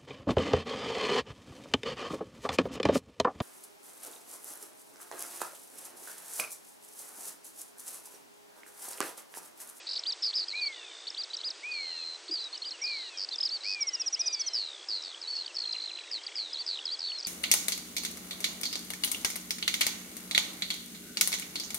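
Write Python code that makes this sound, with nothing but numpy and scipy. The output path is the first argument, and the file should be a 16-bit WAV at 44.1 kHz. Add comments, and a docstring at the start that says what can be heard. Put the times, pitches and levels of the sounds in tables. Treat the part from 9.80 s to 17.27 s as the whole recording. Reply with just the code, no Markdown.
"""Open moorland at dawn: larks and pipits chirp, trill and warble close by, and a wader whistles again and again.
Gliding sines make the notes, fast pulses the trills, and sliding harmonics in a throat resonance the wader.
Far birds twitter in a soft noise hiss. A near-mono microphone with a low cut, a top cut and a faint whine
takes a few soft bumps; the birds leave a thin scattered tail and one faint echo."""
import sys
import numpy as np
from scipy import signal
from scipy.fft import rfft, irfft
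from scipy.io import wavfile

SR = 44100
rng = np.random.default_rng(int(sys.argv[2]) if len(sys.argv) > 2 else 0)


def persist_wave(psi):
    """Save psi, clipped to +-1, as 16-bit WAV."""
    counts = np.round(np.clip(psi, -1, 1) * 32767).astype(np.int16)
    wavfile.write(sys.argv[1], SR, np.atleast_2d(counts).T)


N = 329407
TIME = np.arange(N) / SR
OPPOSITE = np.array([[1], [-1]])   # plus on the left, minus on the right


def from_db(db):
    """Decibels to a plain amplitude factor."""
    return 10 ** (np.asarray(db) / 20)


def rms_one(x):
    """Scale a signal to an rms of 1."""
    return x / np.sqrt(np.mean(x ** 2) + 1e-20)


def at_hz(points, hz):
    """Read a spectrum in dB on a log-frequency axis."""
    known_hz, db = np.transpose(points)
    return np.interp(np.log(np.maximum(hz, 1)), np.log(known_hz), db)


def drift(rate):
    """Random wandering with rms 1: straight lines between random points, rate points per second."""
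    knots = rng.standard_normal(4000)
    return rms_one(np.interp(TIME * rate, np.arange(len(knots)), knots))


def span(start, length):
    """The samples of a note, its own clock in seconds and its progress 0-1."""
    where = slice(max(0, int(start * SR) + 1), min(N, int((start + length) * SR)))
    t = TIME[where] - start
    return where, t, np.clip(t / length, 0, 1)


def arc(u, first, middle, last):
    """A parabola through three values."""
    ends = (first * (1 - u) - last * u) * (1 - 2 * u)
    return ends + 4 * middle * u * (1 - u)


def fade(t, length, edge):
    """Straight ramps, edge seconds long, at both ends of a note."""
    return np.clip(np.minimum(t, length - t) / edge, 0, 1)


def settle(t, length, first, last, settle_s):
    """A pitch that moves quickly at first and levels out."""
    return first + (last - first) * np.expm1(-t / settle_s) / np.expm1(-length / settle_s)


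def cycle(t, u, first_rate, last_rate):
    """Place 0-1 within the current beat of a rhythm that speeds up or slows."""
    return t * (first_rate + (last_rate - first_rate) * u / 2) % 1


def tone(hz, overtone_db=-200):
    """A gliding sine of rms 1, with its octave if asked."""
    phase = 2 * np.pi * np.cumsum(hz) / SR
    return np.sqrt(2) * (np.sin(phase) + from_db(overtone_db) * np.sin(2 * phase))


def add_chirp(out, start, length, hz0, hz1, hz2, db, roundness=0.38, flatness=2.2):
    """Add one swell of a nearly pure tone that glides through three pitches, lingering in the middle."""
    where, t, u = span(start, length)
    bend_hz = hz1 - (hz0 + hz2) / 2
    pitch = hz0 + (hz2 - hz0) * u + bend_hz * (1 - np.abs(2 * u - 1) ** flatness)
    swell = np.abs(np.sin(np.pi * u)) ** roundness
    out[where] += from_db(db) * swell * tone(pitch, overtone_db=-50.0)


def pulsed(t, length, pitch, db, rate0, rate1, duty, rise_hz, roundness=0.54, edge=0.0011):
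    """The syrinx (a bird's voice box) opens and shuts; every pulse slides in pitch."""
    pulse = np.minimum(cycle(t, t / length, rate0, rate1) / np.clip(duty, .1, 1), 1)
    opening = np.abs(np.sin(np.pi * pulse)) ** roundness
    level = from_db(db) * fade(t, length, edge) * opening
    return level * tone(pitch + rise_hz * (pulse - .5), overtone_db=-61.0)


# color of the background hiss: pitch_hz, relative level_db (per Hz)
HISS_COLOR = [(300, 0), (450, -1), (800, -1.5), (1600, -2.5), (3000, -1.5), (4500, 0), (6000, -3),
              (7500, -7), (8600, -11.5), (9400, -18.5)]


def hiss():
    """Steady random noise of rms 1, shaped by the color table and falling away steeply above 9300 Hz."""
    hz = np.arange(N // 2 + 1) * SR / N
    top_edge = 1 / np.sqrt(1 + (hz / 9300) ** 80)
    spectrum = rfft(rng.standard_normal(N))
    return rms_one(irfft(spectrum * from_db(at_hz(HISS_COLOR, hz)) * top_edge, N))


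# thin electronic tones: pitch_hz, level_db (rms)
WHINE_TONES = [(7799, -81), (7859, -71.5), (7889, -71), (7919, -79), (8081, -80), (8111, -72), (8141, -73),
               (8201, -83)]


def whine():
    """A cluster of faint electronic sines, each wandering slightly in pitch."""
    return sum(from_db(db) * tone(hz + 1.5 * drift(20)) for hz, db in WHINE_TONES)


# far singers: center_hz, pulses_per_s, level_db (rms)
FAR_BIRDS = [(4800, 70, -66), (3350, 62, -68)]


def far_birds(wander_hz=220, phrase_db=6):
    """Distant trills: pulsing tones of wandering pitch that swell and sink in the hiss."""
    out = np.zeros(N)
    for hz, rate, db in FAR_BIRDS:
        uneven_rate = rate * (1 + .15 * drift(6.5))
        pulses = np.sin(np.pi * np.cumsum(uneven_rate) / SR) ** 2
        phrases = from_db(phrase_db * np.clip(drift(6), -3, 1))
        pitch = hz + wander_hz * drift(10) + 120 * drift(300)
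        out += from_db(db) * rms_one(pulses * phrases) * tone(pitch)
    return out


def far_chips(low_hz=2700, high_hz=5000, slide_hz=700, shortest_s=.008, longest_s=.035,
              db=-56, spread_db=6, count=60):
    """Faint chirps from far birds, at random times, lengths, pitches, slopes and levels."""
    out = np.zeros(N)
    for when, long, high, slope, loud in rng.random((count, 5)):
        length = shortest_s + (longest_s - shortest_s) * long
        hz, slide = low_hz + (high_hz - low_hz) * high, slide_hz * (slope - .5)
        add_chirp(out, when * N / SR, length, hz + slide, hz, hz - slide, db + spread_db * (loud - .5))
    return out


# the wader's calls (a negative start is already under way at time 0): start_s, length_s,
# top_hz (of the silent fundamental, before unsteadiness), fall_per_s, throat_focus (0-1),
# loss_by_end_db, harmonic_2_db, harmonic_3_db, harmonic_4_db (before throat, swell and effort)
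WADER_CALLS = [(-0.35, 0.38, 1240, 1.85, 1, -11, -40, -45.5, -37),
               (0.704, 0.43, 1239, 1.86, 0.97, -11, -36.5, -46, -39),
               (1.808, 0.44, 1252, 1.43, 1, -7.5, -38.5, -48, -36),
               (2.988, 0.41, 1235, 1.84, 0.97, -9, -40, -47, -36.5),
               (3.821, 0.446, 1272, 1.5, 0.95, -6, -40, -48, -38.5),
               (4.349, 0.51, 1254, 0.88, 0.34, -15, -50.5, -45, -32)]
# the wader's throat resonance: pitch_hz, gain_db (at full focus)
THROAT = [(1700, -21.5), (2000, -15.5), (2250, -2.5), (2480, 0), (2900, -2), (3500, -16), (4200, -26.5),
          (5200, -18.5)]


def wader(scoop=0.41, scoop_s=.024, scoop_db=-7, hold_s=.072, knee_s=.1, edge=0.012, swell_s=0.1,
          waver=0.0028, third_s=0.25, third_share=1.0, lowest_hz=1720):
    """A scoop up and a long fall: harmonic after harmonic slides through the throat resonance."""
    out, unsteady = np.zeros(N), 1 + waver * drift(35)
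    for start, length, top_hz, fall, focus, loss_db, *harmonic_db in WADER_CALLS:
        where, t, u = span(start, length)
        rise = 1 - scoop * np.exp(-(t / scoop_s) ** 1.2)
        falling_s = np.maximum(t - hold_s, 0)
        sinking = np.exp(-fall * falling_s ** 2 / (falling_s + knee_s))
        pitch = top_hz * rise * sinking * unsteady[where]
        effort = from_db(loss_db * u ** 2 + scoop_db * np.exp(-t / scoop_s)) * fade(t, length, edge)
        for k, db in enumerate(harmonic_db, 2):
            swell = 1
            if k == len(harmonic_db) + 1:   # the top harmonic comes late
                swell = 1 - np.exp(-(t / swell_s) ** 2)
            if k == 3:   # the third sinks after the scoop and returns
                after_scoop = 1 - np.exp(-(t / scoop_s) ** 4)
                swell = 1 - third_share * focus * np.exp(-(t / third_s) ** 4) * after_scoop
            beak = 1 / (1 + (lowest_hz / (k * pitch)) ** 20)   # radiates little below lowest_hz
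            throat_db = focus * at_hz(THROAT, k * pitch)
            out[where] += effort * swell * beak * from_db(db + throat_db) * tone(k * pitch)
    return out * from_db(1.1 * drift(60))


# notes with a fast vibrato: kind, start_s, length_s, start_hz, middle_hz, end_hz,
# first_swings_per_s, last_swings_per_s, first_depth (0-1), last_depth (0-1), start_db, middle_db, end_db
# (pitches and levels are the slow arc under the swings)
WARBLES = [("twin", .0645, .15, 4130, 4440, 4300, 48.5, 44, 0.78, 1, -40, -36, -55),
           ("zigzag", .4218, .094, 5330, 4750, 4450, 128, 97, .3, 1, -32, -30.5, -39),
           ("zigzag", .5537, .095, 5330, 4750, 4400, 139, 89, .3, 0.91, -29.5, -32.5, -38),
           ("scallop", 2.537, 0.11, 4980, 4250, 3950, 63, 56, 0.93, .4, -28, -37, -38.5),
           ("toothed", 3.0605, .24, 4560, 4170, 4050, 51.3, 57, 0.9, 0.93, -33, -37, -43.5),
           ("rasp", 3.3722, .081, 5400, 4790, 4850, 96, 97, .7, 0.92, -36.5, -32.5, -34),
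           ("rasp", 3.8337, .12, 4600, 4830, 4780, 104, 94, 0.92, 0.89, -37.5, -31, -34)]
# one swing of each kind of warble: share_of_swing (0-1), offset_hz (at depth 1), offset_db
SWINGS = {"twin": [(0, -950, -16), (.17, -500, -5.5), (.32, 750, 5.5), (.49, -500, -1), (.68, 1150, 0),
          (.85, -450, -1), (1, -950, -16)], "zigzag": [(0, -500, 3), (.35, 226, 2), (.55, 515, -5),
          (1, -500, 1.5)], "scallop": [(0, 329, -5), (.3, -150, 1), (.6, -120, -1), (1, 330, -5)],
          "toothed": [(0, -320, -4.5), (.3, -33, -1.5), (.6, 238, 0.5), (.7, -280, -6), (.81, 779, -2),
          (.92, -280, 1.5), (1, -320, -1.5)], "rasp": [(0, 1252, -19), (.15, 652, -1), (.3, -50, 5),
          (.48, -680, -6), (.68, -100, -3), (.85, 301, -19), (1, 503, -41)]}


def warbles(edge=.003, waver_hz=50):
    """One swing of pitch and level repeats quickly along a slow arc, widening or narrowing as it goes."""
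    out, waver = np.zeros(N), waver_hz * drift(200)
    for kind, start, length, hz0, hz1, hz2, rate0, rate1, depth0, depth1, *db in WARBLES:
        where, t, u = span(start, length)
        share, swing_hz, swing_db = np.transpose(SWINGS[kind])
        beat = cycle(t, u, rate0, rate1)
        depth = depth0 + (depth1 - depth0) * u
        level = from_db(arc(u, *db) + np.interp(beat, share, swing_db)) * fade(t, length, edge)
        pitch = arc(u, hz0, hz1, hz2) + depth * np.interp(beat, share, swing_hz) + waver[where]
        out[where] += level * tone(pitch)
    return out


# the lark's motif (small arch, flick, up-tick, wide arch with a soft lead-in, down-slur),
# one list of points per note: time_s (unstretched), pitch_hz (untransposed), relative level_db
MOTIF = [
    [(.004, 2900, -11.5), (.007, 3930, -2), (.012, 4550, -3.5), (.017, 4680, 0.5), (.022, 4300, -3.5),
     (.027, 3200, -10.5)],
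    [(.037, 6100, -14), (.04, 5350, 1.5), (.0435, 4900, -4.5)],
    [(.081, 2800, -16), (.084, 4100, -0.5), (.087, 4650, -10)],
    [(.1, 2850, -15), (.11, 3520, -6), (.116, 4500, -1), (.124, 4790, -2), (.139, 4890, -0.5),
     (.153, 4450, -1), (.163, 3400, -11)],
    [(.168, 6000, -12), (.171, 5200, 0.5), (.175, 4700, -1.5), (.186, 3300, -15)],
]
# each time it is sung: start_s, time_stretch (factor), transpose_hz, level_db
MOTIF_TIMES = [(0.1546, 0.99, -25, -30), (0.4275, 0.99, 71.5, -32.5), (1.2638, 1.01, -68.5, -34),
               (1.528, 1.034, 148, -32.5), (2.475, .985, -59.5, -39.5), (2.738, 1, 15, -37),
               (3.5191, 1.012, 21, -33.5)]


def motifs(edge=.001):
    """The same five gliding notes each time, a little faster or slower, higher or lower."""
    out = np.zeros(N)
    for start, stretch, shift_hz, db in MOTIF_TIMES:
        for note in MOTIF:
            s, hz, note_db = np.transpose(note)
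            course = stretch * (s - s[0])
            where, t, u = span(start + stretch * s[0], course[-1])
            level = from_db(db + np.interp(t, course, note_db)) * fade(t, course[-1], edge)
            out[where] += level * tone(shift_hz + np.interp(t, course, hz), overtone_db=-54.0)
    return out


# straight slurs and pips: start_s, length_s, start_hz, end_hz, level_db
SLIDES = [(0.683, 0.0045, 4720, 5160, -31), (0.812, 0.043, 4660, 4290, -30.5),
          (0.8574, 0.026, 4770, 4230, -29.5), (1.914, 0.014, 4450, 4660, -35.5),
          (2.51, 0.03, 4700, 5000, -31.5), (2.633, .05, 4000, 3780, -39.5),
          (3.488, 0.0053, 4160, 5240, -32.5), (3.583, 0.0084, 4700, 5250, -30.5),
          (3.6056, .012, 5170, 5040, -26.5), (3.629, 0.012, 5290, 4970, -26.5),
          (3.652, 0.013, 5320, 5030, -26), (5.661, 0.0071, 4420, 4700, -33),
          (5.924, 0.014, 5250, 4330, -34), (6.187, 0.0026, 2300, 3200, -38),
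          (6.435, 0.0054, 5240, 4000, -40), (6.465, .0086, 5000, 4350, -32),
          (7.426, 0.006, 4350, 4700, -38), (7.4318, 0.0031, 5200, 6000, -37.5),
          (5.678, 0.0046, 4400, 3500, -41), (5.693, 0.027, 2870, 2550, -50),
          (6.477, 0.006, 4470, 3000, -42), (5.935, 0.012, 3880, 2500, -47), (6.097, 0.022, 3200, 2190, -47),
          (6.173, 0.0046, 2500, 3200, -45)]
# bowed notes, arched or dipped: start_s, length_s, ends_hz, middle_hz, level_db
BOWS = [(3.016, 0.019, 5980, 5550, -34), (3.036, 0.025, 5650, 4770, -30.5),
        (3.7066, 0.069, 4060, 4630, -32.5), (5.949, 0.016, 1880, 2880, -43)]
# far low hoots: start_s, length_s, pitch_hz, level_db
HOOTS = [(4.377, 0.18, 666, -64), (4.595, 0.21, 665, -65.5)]


def single_notes():
    """Lone chirps: straight slurs, bowed notes, and far hoots on a level pitch."""
    out = np.zeros(N)
    for start, length, hz0, hz1, db in SLIDES:
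        add_chirp(out, start, length, hz0, (hz0 + hz1) / 2, hz1, db)
    for start, length, end_hz, middle_hz, db in BOWS:
        add_chirp(out, start, length, end_hz, middle_hz, end_hz, db)
    for start, length, hz, db in HOOTS:
        add_chirp(out, start, length, hz, hz, hz, db)
    return out


# rattles of dipped pulses: start_s, length_s, base_hz, opening_drop_hz, fall_hz_per_s,
# first_period_s, slowing_time_s, level_db, fade_db_per_s
RATTLES = [(.692, .035, 4070, 520, 2500, .0098, .2, -33.5, 0),
           (0.753, .043, 4200, -4, 1490, .01, .23, -34.5, 0),
           (4.734, .31, 4750, 777, 5450, 0.0081, .125, -28, 94),
           (5.0858, .29, 4590, 640, 4700, .0087, .135, -29.5, 131),
           (6.009, .056, 4390, 2, 2500, 0.0091, .11, -37.5, 2),
           (6.3134, .077, 4910, 200, 15900, .0087, .2, -31, 599),
           (6.5547, .26, 4670, 458, 6970, 0.0083, 0.13, -31, 136),
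           (6.873, .31, 4700, 349, 8450, 0.0089, .13, -34.5, 86)]


def rattles(settle_s=0.025, hold_s=0.046, widen_s=.008, pulse_s=0.0084, lowest_hz=3400, softest_db=-46.5,
            dip_hz=(350, -280, 520), narrow_s=0.3, clipped=.35, opening_s=.018):
    """Short ticks open into V-shaped pulses that nearly touch, then draw apart while pitch and level sink."""
    out = np.zeros(N)
    for start, length, base_hz, drop_hz, fall, period, slowing_s, db, fade_rate in RATTLES:
        t = 0
        while t < length:
            hz = max(base_hz - fall * t + drop_hz * np.exp(-t / settle_s), lowest_hz)
            level_db = max(db - fade_rate * max(t - hold_s, 0), softest_db)
            opened = 1 - clipped * np.exp(-t / opening_s)
            dip = np.multiply(dip_hz, opened ** 2 * np.exp(-t / narrow_s))
            add_chirp(out, start + t, pulse_s * opened, *(hz + dip), level_db, roundness=0.7, flatness=1.36)
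            t += period + widen_s * (1 - np.exp(-(t / slowing_s) ** 2.2))
    return out


# even buzzes: start_s, length_s, start_hz, end_hz (before the droop), first_pulses_per_s,
# last_pulses_per_s, sounding_share (0-1 of a period), start_db, end_db (before the droop)
BUZZES = [(0.9258, 0.48, 3490, 3600, 58.5, 56.5, 0.4, -43, -48),
          (1.937, 0.079, 4410, 4234, 87, 84, 0.81, -34, -37.5),
          (2.005, 0.36, 4250, 4140, 83, 82, 0.76, -36, -36),
          (5.765, 0.457, 4517, 4070, 56.7, 51.4, 0.6, -30.5, -38.5),
          (6.235, 0.074, 4040, 3700, 95, 62, 0.61, -50, -46),
          (6.384, 0.24, 3100, 3400, 36, 43, 0.65, -49, -52),
          (6.691, 0.16, 4160, 3500, 45, 36, 0.95, -50, -50),
          (3.806, 0.026, 4130, 3830, 110, 104, 0.85, -40, -43)]


def buzzes(settle_s=.08, rise_hz=110, droop_s=0.037, droop_hz_per_s=300, droop_db_per_s=12):
    """Trains of nearly level pulses; the longer the buzz, the more it droops at its very end."""
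    out = np.zeros(N)
    for start, length, hz0, hz1, rate0, rate1, duty, db0, db1 in BUZZES:
        where, t, u = span(start, length)
        tired = length * np.exp((t - length) / droop_s)
        pitch = settle(t, length, hz0, hz1, settle_s) - droop_hz_per_s * tired
        level_db = db0 + (db1 - db0) * u - droop_db_per_s * tired
        out[where] += pulsed(t, length, pitch, level_db, rate0, rate1, duty, rise_hz)
    return out


# two-note calls: start_s, first_hz, first_db, second_hz, second_db (pitches at the middle of each note)
COUPLETS = [(1.501, 3900, -42.5, 3150, -54), (2.7267, 4270, -37, 3000, -51),
            (2.818, 4250, -35.5, 3060, -48), (2.912, 4184, -37.5, 2880, -49),
            (3.511, 4050, -36.5, 3610, -40.5)]


def couplets(first_s=.018, second_s=.035, scoop_hz=300, fall_hz=180):
    """A short scooped note, and straight after it a lower, softer one that sinks."""
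    out = np.zeros(N)
    for start, high_hz, high_db, low_hz, low_db in COUPLETS:
        add_chirp(out, start, first_s, high_hz + scoop_hz / 2, high_hz, high_hz + scoop_hz, high_db)
        add_chirp(out, start + first_s, second_s, low_hz + fall_hz, low_hz, low_hz - fall_hz, low_db)
    return out


# ticks along a slope: start_s, length_s, start_hz, end_hz, first_pulses_per_s, last_pulses_per_s,
# start_db, end_db
LADDERS = [(1.573, 0.035, 3840, 4130, 71, 64, -41, -38.5), (5.7863, 0.042, 5530, 4440, 71, 59, -41, -30),
           (5.829, 0.03, 4320, 3070, 97, 87, -35, -45), (6.083, 0.02, 3850, 3130, 100, 100, -36, -41),
           (7.448, .022, 4800, 4450, 93, 51, -27.5, -35), (5.744, 0.027, 5360, 5020, 132, 125, -40.5, -33),
           (7.3852, 0.026, 5350, 4820, 130, 124, -35.5, -31)]


def ladders(duty=0.53, rise_hz=620):
    """Separate rising ticks, each further along a straight slope of pitch and level."""
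    out = np.zeros(N)
    for start, length, hz0, hz1, rate0, rate1, db0, db1 in LADDERS:
        where, t, u = span(start, length)
        pitch, level_db = hz0 + (hz1 - hz0) * u, db0 + (db1 - db0) * u
        out[where] += pulsed(t, length, pitch, level_db, rate0, rate1, duty, rise_hz)
    return out


# bumps on the microphone: start_s, peak_db (of the swell, before the low cut)
BUMPS = [(2.489, -35), (2.5134, -38)]


def bumps(hz=320, ring_s=0.0036):
    """Dull knocks: a low sine that swells and dies within a few cycles."""
    out = np.zeros(N)
    for start, db in BUMPS:
        where, t, u = span(start, 10 * ring_s)
        swell = (t / ring_s) ** 2 * np.exp(2 - 2 * t / ring_s)
        out[where] += from_db(db) * swell * np.sin(2 * np.pi * hz * t)
    return out


# the shape of the lark's repeated down-slur: time_s, drop_hz (rescaled to each slur's range), relative level_db
SLUR = [(0, 12, -11.5), (.004, 17, -4), (.012, 125, -1.5), (.018, 460, -.5), (0.023, 890, 1.5),
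        (0.0253, 1000, -3), (.028, 700, -7.5), (.031, 800, -23)]
# the run, which slows a little and tends to creep up: start_s, top_hz, bottom_hz, level_db
SLUR_RUN = [(4.006, 5740, 5070, -26.5), (4.0687, 5760, 5100, -28.5), (4.132, 5790, 4930, -29.5),
            (4.1965, 5780, 4920, -29), (4.2607, 5800, 4950, -27.5), (4.326, 5890, 4900, -27),
            (4.3925, 5930, 4960, -26), (4.4595, 5960, 4840, -26.5), (4.5265, 5910, 4740, -28.5),
            (4.5945, 6050, 5000, -28.5), (4.662, 6080, 4970, -29.5)]


def slur_run(mirror_db=-36):
    """One falling glide over and over, with a faint image of it mirrored about 8 kHz."""
    out = np.zeros(N)
    s, drop_hz, shape_db = np.transpose(SLUR)
    for start, top_hz, bottom_hz, db in SLUR_RUN:
        where, t, u = span(start, s[-1])
        pitch = top_hz - (top_hz - bottom_hz) * np.interp(t, s, drop_hz / drop_hz.max())
        image = from_db(mirror_db) * tone(16000 - pitch)
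        out[where] += from_db(db + np.interp(t, s, shape_db)) * (tone(pitch) + image)
    return out


# hooks: start_s, dip_length_s, pulses_per_s (average), peak_hz, level_db (at the middle of the dip)
HOOKS = [(5.09, 0.052, 85, 4900, -42), (5.4138, .072, 84, 4690, -39), (6.7304, 0.051, 74, 4700, -34),
         (7.0537, 0.056, 83, 4820, -32)]
# the dip every hook shares: start_hz, middle_hz, end_hz
HOOK_DIP = (5250, 4000, 4250)


def hooks(duty=.6, rise_hz=800, slowing=0.068, fade_db=6, whistle_s=0.0456, whistle_db=-1, shoulder_hz=700):
    """Pulses swoop down and turn up again, then run into one peaked whistle."""
    out = np.zeros(N)
    for start, length, rate, peak_hz, db in HOOKS:
        where, t, u = span(start, length)
        rates = rate * (1 + slowing), rate * (1 - slowing)
        level_db = db + fade_db * (.5 - u)
        out[where] += pulsed(t, length, arc(u, *HOOK_DIP), level_db, *rates, duty, rise_hz * (1 - u) ** 2)
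        side_hz = peak_hz - shoulder_hz
        add_chirp(out, start + length, whistle_s, side_hz, peak_hz, side_hz, db + whistle_db, flatness=1.4)
    return out


# a second singer's flourishes: start_s, spacing_stretch (factor), transpose_hz, level_db
FLOURISHES = [(5.2229, 1.01, 86, -36), (5.5515, 1.04, 32, -35), (6.8631, 1.04, -130, -30),
              (7.1914, 1.04, -110, -30.5)]
# the course of a flourish: share_of_strokes (0-1), pitch_hz (untransposed), rise_in_stroke_hz, relative level_db
FLOURISH_COURSE = [(0, 5250, 1100, -1), (.15, 4650, 1050, 1), (.7, 4100, 800, -3.5), (.9, 3380, 500, -7),
                   (1, 3050, 550, -3)]


def flourishes(stroke_s=.0056, period_s=.0102, easing_s=.0002, fastest=3.4, count=11):
    """Steep upstrokes step down in pitch, quickest about a third of the way through."""
    out = np.zeros(N)
    share, *course = np.transpose(FLOURISH_COURSE)
    for start, stretch, shift_hz, db in FLOURISHES:
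        for k in range(count):
            hz, rise_hz, stroke_db = (np.interp(k / (count - 1), share, c) for c in course)
            glide = hz + shift_hz + rise_hz * np.array([-.5, 0, .5])
            add_chirp(out, start, stroke_s, *glide, db + stroke_db, roundness=0.89)
            start += stretch * (period_s + easing_s * (k - fastest) ** 2)
    return out


# slow wavy whistles: start_s, length_s, first_waves_per_s, last_waves_per_s, level_db (before the sag)
WAVES = [(5.472, .154, 39.5, 35.7, -34), (7.238, .15, 38.2, 37, -34.5)]


def waves(top_hz=4450, sag_hz=340, sag_db=4, rise_hz=220):
    """Pulses so long that they touch; pitch and level hold, then sag together towards the end."""
    out = np.zeros(N)
    for start, length, rate0, rate1, db in WAVES:
        where, t, u = span(start, length)
        sag = u ** 3.17
        out[where] += pulsed(t, length, top_hz - sag_hz * sag, db - sag_db * sag, rate0, rate1, 1.0, rise_hz)
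    return out


# a far bird's slow chatter: start_s, length_s, start_hz, end_hz, strokes_per_s, slide_in_stroke_hz,
# level_db (before the unevenness)
CHATTER = [(5.857, 0.37, 2400, 2000, 33, 500.5, -62), (5.924, 0.36, 3770, 3310, 42, -600, -54),
           (6.201, 0.4, 2496, 3040, 29, -600, -54), (6.274, 0.365, 1995, 2273, 29, 628.5, -53)]


def chatter(duty=.36, unsteady_s=.002, wander_hz=70, uneven_db=3.0):
    """Slow, steep strokes up and down, far away and never quite even in time, pitch or level."""
    out, late, wander = np.zeros(N), unsteady_s * drift(20), wander_hz * drift(30)
    for start, length, hz0, hz1, rate, slide_hz, db in CHATTER:
        where, t, u = span(start, length)
        pitch = hz0 + (hz1 - hz0) * u + wander[where]
        out[where] += pulsed(t + late[where], length, pitch, db, rate, rate, duty, slide_hz)
    return out * from_db(uneven_db * drift(30))


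def moor(x, t60):
    """Heather and slopes scatter a thin noise tail that dies by 60 dB in t60 seconds."""
    t = TIME[:SR // 2]
    tail = rng.standard_normal(len(t)) * from_db(-60 * t / t60) * (t > .003)
    return signal.fftconvolve(x, tail / np.linalg.norm(tail))[:N]


def slope_echo(x, delay_s=.1, echo_db=-26):
    """A nearby slope returns the song once, late and smeared."""
    return from_db(echo_db) * np.interp(TIME - delay_s, TIME, moor(x, t60=.2), left=0)


def placed(x, pan_db):
    """Two channels whose levels, left minus right, differ by pan_db."""
    return x * from_db(pan_db / 2 * OPPOSITE)


def scene(uneven_db=0.87, hiss_db=-50.5, side_db=-33, scatter_db=-26, width_db=-27):
    """Near singers almost in the middle, their scatter a little wider, a faint echo, all over the hiss."""
    lark = motifs() + couplets() + single_notes() + warbles() + slur_run()
    trills = rattles() + ladders() + hooks() + buzzes() + waves() + chatter() + flourishes()
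    trillers = from_db(uneven_db * drift(90)) * trills   # the level flickers slightly
    whistles = wader()
    direct = placed(lark, -.6) + placed(trillers, -.45) + placed(whistles, -.2)
    birds = lark + trillers + whistles
    scatter = from_db(scatter_db) * moor(birds, t60=0.26)
    width = from_db(width_db) * moor(birds, t60=.06) * OPPOSITE
    air = from_db(hiss_db) * (hiss() + from_db(side_db) * hiss() * OPPOSITE)
    far = slope_echo(birds) + far_birds() + far_chips()
    return direct + scatter + width + far + bumps() + whine() + air


def record(dry):
    """The microphone's steep low cut at 300.4 Hz, and a sharp top cut at 10900 Hz."""
    low_cut = signal.butter(16, 300.4, "high", fs=SR, output="sos")
    top_cut = signal.ellip(10, .1, 80, 10900, fs=SR, output="sos")
    return signal.sosfilt(top_cut, signal.sosfilt(low_cut, dry))


dry = scene()
out = record(dry)
persist_wave(out)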